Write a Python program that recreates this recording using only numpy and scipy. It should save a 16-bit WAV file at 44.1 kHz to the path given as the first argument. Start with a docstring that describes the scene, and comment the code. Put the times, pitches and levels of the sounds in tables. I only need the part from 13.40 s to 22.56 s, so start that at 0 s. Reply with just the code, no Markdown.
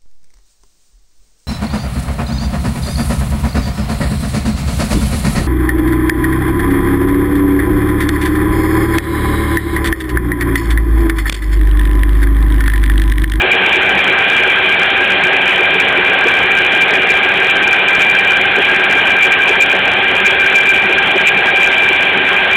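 """On a lawn, in the seat of a riding mower at full throttle. The governor holds the engine near 46 turns a
second: the exhaust drones, the flywheel fan whines, the belt-driven blades hum and rush in the deck, the
engine's metal rings with every turn and the bodywork booms over bumps. Little is heard above 4 kHz; the small
microphone rides its gain and crackles where the peaks overload it."""
import sys
import numpy as np
from scipy import signal
from scipy.fft import rfft, irfft, next_fast_len
from scipy.io import wavfile
from scipy.ndimage import uniform_filter1d, map_coordinates

SR = 44100
rng = np.random.default_rng(int(sys.argv[2]) if len(sys.argv) > 2 else 0)


def wav_out(sig):
    """Save sig, one row per channel (or a flat mono array), as 16-bit PCM at SR to the path in sys.argv[1]."""
    wavfile.write(sys.argv[1], SR, np.round(np.clip(np.atleast_2d(sig).T, -1, 1) * 32767).astype(np.int16))


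N = 403956


def amp(db):
    """Decibels to gain."""
    return 10 ** (np.asarray(db) / 20)


def unit(x):
    """Scale to rms 1."""
    return x / np.sqrt(np.mean(x ** 2) + 1e-20)


def curve(rows):
    """(t/s, value) rows joined, one value per sample."""
    return np.interp(np.arange(N) / SR, *np.transpose(rows))


def swell(rows):
    """A level curve in dB about its mean."""
    level_db = curve(rows)
    return level_db - level_db.mean()


def crests(rows, half_width_s):
    """A Gaussian crest in dB for each (t/s, rise/dB) row."""
    t = np.arange(N) / SR
    return sum(db * np.exp(-((t - s) / half_width_s) ** 2) for s, db in rows)


def wobble(rate_hz):
    """Smooth random curve, rate_hz knots a second."""
    knots = rng.standard_normal(2000)
    grid = np.linspace(0, N, 4000)
    smooth = map_coordinates(knots, [grid * rate_hz / SR], mode="mirror")
    return np.interp(np.arange(N), grid, smooth)


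def filtered(x, response):
    """Apply a gain given as a function of f/Hz."""
    size = next_fast_len(N + SR // 2)
    return irfft(rfft(x, size) * response(np.fft.rfftfreq(size, 1 / SR)), size)[:N]


def equalised(x, rows):
    """Filter by (f/Hz, gain/dB) rows joined on a log axis."""
    hz, db = np.transpose(rows)
    return filtered(x, lambda f: amp(np.interp(np.log(f + 1), np.log(hz + 1), db)))


def waver(rms_db, slow_hz, fast_hz):
    """Band-limited random level change in dB."""
    return rms_db * unit(filtered(rng.standard_normal(N), lambda f: (f > slow_hz) & (f < fast_hz)))


def resonance(centre_hz, width_hz, drive=1, stages=1):
    """A mode excited by noise of strength drive; rms 1."""
    mode = lambda f: 1j * f * width_hz / (centre_hz ** 2 - f * f + 1j * f * width_hz)
    return unit(filtered(drive * rng.standard_normal(N), lambda f: mode(f) ** stages))


def tones(turns, lines, flutter_db, flutter_hz, smear_rad):
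    """Sines locked to a rotation; turbulence shakes each one's level and phase."""
    out = np.zeros(N)
    for order, db in lines:
        phase = 2 * np.pi * (order * turns + rng.random()) + smear_rad * wobble(flutter_hz)
        flutter = amp(flutter_db * wobble(flutter_hz))
        out += amp(db) * unit(flutter * np.sin(phase))
    return out


# governed shaft speed [t/s, f/Hz]
SHAFT_SPEED = [(0, 45.99), (.6, 45.81), (1.1, 46.16), (1.7, 46.1), (2.05, 46.23), (2.45, 45.93),
               (2.95, 45.92), (3.6, 46.26), (4.1, 45.99), (4.6, 46.43), (5.3, 46.16), (6.55, 46.28),
               (6.9, 46.48), (7.65, 46.17), (8.05, 46.37), (8.65, 46.05), (9.16, 46.34)]

def crankshaft():
    """Turns elapsed; uneven firing scatters the speed."""
    jitter_hz = 0.0703 * wobble(rate_hz=18)
    return np.cumsum(curve(SHAFT_SPEED) + jitter_hz) / SR


# bodywork shake contour [t/s, relative level/dB]
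SHAKE = [(0.0, -19), (1.32, -26.5), (2.16, -20), (4.6, -22), (4.84, -28), (5.28, -21), (7.96, -25.5),
         (8.88, -21.5), (9.16, -28.5)]
# hardest bumps [t/s, rise/dB]
BUMPS = [(2.33, 10), (2.7, 5), (2.87, 11.5), (2.98, 5.5), (3.5, 11), (5.69, 6.5), (6.11, 7.5), (7.5, 16.5),
         (7.76, 8.5), (8.14, 16), (8.28, 12)]

def jolts():
    """Level swing in dB as the bumpy lawn shakes the panels."""
    bumps_db = crests(BUMPS, half_width_s=0.019)
    return 0.98 * swell(SHAKE) + bumps_db + waver(rms_db=5, slow_hz=5, fast_hz=19)


# muffler lines before jolts [shaft order, level/dB]
EXHAUST_LINES = [(4, -46), (6, -42.5), (8, -33.5), (10, -38.5), (12, -41), (14, -41), (16, -39.5),
                 (20, -61), (22, -49)]

def exhaust(turns, jolt_db):
    """The muffler drones on even shaft orders, radiated by the jolted panels."""
    drone = tones(turns, EXHAUST_LINES, flutter_db=3, flutter_hz=14, smear_rad=0.15)
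    return amp(0.63 * jolt_db) * drone


# whine contour, unscaled [t/s, relative level/dB]
WHINE_CONTOUR = [(0.0, -18), (0.6, -19), (0.84, -17), (2.0, -18.5), (2.68, -18.5), (3.36, -17),
                 (3.96, -18.5), (4.6, -15.5), (5.32, -19), (5.72, -15), (6.28, -17.5), (6.48, -20.5),
                 (7.28, -14), (7.64, -19), (7.8, -19), (8.48, -14), (8.8, -21), (9.16, -15.5)]
# brief whine flares [t/s, rise/dB]
WHINE_FLARES = [(2.21, 3), (4.63, 3.5), (5.84, 2), (6.21, 4.5), (7.39, 1.5), (7.869, 8.5), (8.24, 5.5)]

def whine_swings():
    """Slow swell as the microphone moves, and quick surges; both in dB."""
    surge_db = crests(WHINE_FLARES, half_width_s=0.035)
    surge_db += waver(rms_db=2, slow_hz=2.4, fast_hz=22.26)
    surge_db += waver(rms_db=2.5, slow_hz=7, fast_hz=16)
    return swell(WHINE_CONTOUR), surge_db


# steady vane tones [shaft order, level/dB]
SIREN_LINES = [(17, -32.5), (68, -37)]
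# fluttering lines round the vane overtones [shaft order, level/dB]
SIDEBAND_LINES = [(33, -35), (34, -33), (35, -30), (36, -34.5), (50, -30), (52, -32)]
# swelling vane overtones [shaft order, level/dB re whine_db]
WHINE_LINES = [(34, -16.5), (51, 1)]

def fan(turns, swell_db, surge_db):
    """The flywheel's 17 vanes sing like a siren; air rings in their shroud."""
    siren = tones(turns, SIREN_LINES, flutter_db=1, flutter_hz=20, smear_rad=0.25)
    sidebands = tones(turns, SIDEBAND_LINES, flutter_db=4, flutter_hz=30, smear_rad=0.3)
    shroud = amp(-31) * resonance(centre_hz=791, width_hz=62)
    whine = tones(turns, WHINE_LINES, flutter_db=2.55, flutter_hz=20, smear_rad=0.48)
    whine_db = -21.5 + 2.2 * swell_db + surge_db
    return siren + sidebands + shroud + amp(whine_db) * whine


# blade hum [blade-pass order, level/dB]
BLADE_LINES = [(1, -42.5), (2, -34), (4, -53)]
# spectrum of air and clippings [f/Hz, relative level/dB]
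RUSH_SPECTRUM = [(20, -25.5), (60, -5), (150, -4.6), (300, -2.5), (400, -1), (560, 2.5), (800, 3),
                 (1020, 0), (1350, 1), (1950, 4.5), (2850, 3), (3200, 5), (3900, -10.5), (5000, -5.5)]

def deck(turns, passes_per_turn=4.2):
    """Belt-driven blades hum and whirl air and clippings round the deck."""
    belt_creep = 0.13 * wobble(rate_hz=2.1)
    passes = passes_per_turn * turns + belt_creep
    hum = tones(passes, BLADE_LINES, flutter_db=4, flutter_hz=16, smear_rad=0.16)
    # eddies lift patches of the spectrum for about 50 ms
    spectra = signal.stft(rng.standard_normal(N), nperseg=512)[2]
    eddies = uniform_filter1d(rng.standard_normal(spectra.shape), size=4, axis=0)
    eddies = uniform_filter1d(eddies, size=9, axis=1)
    churn = signal.istft(spectra * amp(1.7 * unit(eddies)), nperseg=512)[1][:N]
    return hum + amp(-14) * unit(equalised(churn, RUSH_SPECTRUM))


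# lower metal mode's contour, unscaled [t/s, relative level/dB]
RING_CONTOUR = [(0.0, -17.5), (1.36, -15.5), (1.6, -12.5), (2.16, -19), (2.8, -11.5), (3.2, -16),
                (5.36, -13.5), (5.64, -12.5), (5.96, -12.5), (6.52, -18), (7.12, -10), (7.36, -16),
                (8.64, -18), (9.16, -11)]

def metal(turns, swell_db, surge_db):
    """The engine scrubs two metal modes, harder once a turn; the upper surges with the whine."""
    scrub = amp(1.1 * np.cos(2 * np.pi * turns))
    lower_db = -20.4 + 0.81 * swell(RING_CONTOUR) + waver(rms_db=3.5, slow_hz=4, fast_hz=19)
    upper_db = -17.5 + 0.52 * swell_db + surge_db
    lower = resonance(centre_hz=1598, width_hz=60, drive=scrub)
    upper = resonance(centre_hz=2395.6, width_hz=102, drive=scrub)
    return amp(lower_db) * lower + amp(upper_db) * upper


def bodywork(jolt_db):
    """Two modes of the hollow panels boom in short bursts over the bumpy lawn."""
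    upper = resonance(centre_hz=408, width_hz=160, stages=2)
    lower_db = -43 + waver(rms_db=6.5, slow_hz=5, fast_hz=14)
    lower = resonance(centre_hz=194, width_hz=143, stages=2)
    return amp(-33.5 + jolt_db) * upper + amp(lower_db) * lower


def scene():
    """One crankshaft times exhaust, fan, blades and ring; all sound throughout."""
    turns = crankshaft()
    jolt_db = jolts()
    swell_db, surge_db = whine_swings()
    mix = exhaust(turns, jolt_db)
    mix += fan(turns, swell_db, surge_db)
    mix += deck(turns)
    mix += metal(turns, swell_db, surge_db)
    mix += bodywork(jolt_db)
    return mix[None]


def gain_control(x, window_s, squeeze, target_db=-10):
    """Pull the level toward the target: a surge in one resonance ducks the rest."""
    window = signal.windows.hann(int(window_s * SR) + 3)
    power = signal.fftconvolve(x * x, window / window.sum(), "same")
    level_db = 10 * np.log10(np.abs(power) + 1e-6)
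    return x * amp(squeeze * (target_db - level_db))


# treble roll-off [f/Hz, gain/dB]
TREBLE_ROLLOFF = [(3500, 0), (4000, -4.5), (4300, -19), (4600, -27), (5000, -59)]

def record(dry, ceiling=0.707, hardness=60, top_hz=15900):
    """Treble ends near 4 kHz, two-speed gain control, overload: each flattened peak clicks."""
    heard = equalised(dry[0], TREBLE_ROLLOFF)
    ridden = gain_control(heard, window_s=0.024, squeeze=0.41)
    loud = gain_control(ridden, window_s=0.0075, squeeze=0.13)
    clipped = loud / (1 + np.abs(loud / ceiling) ** hardness) ** (1 / hardness)
    return filtered(clipped, lambda f: f < top_hz)[None]


dry = scene()
out = record(dry)
wav_out(out)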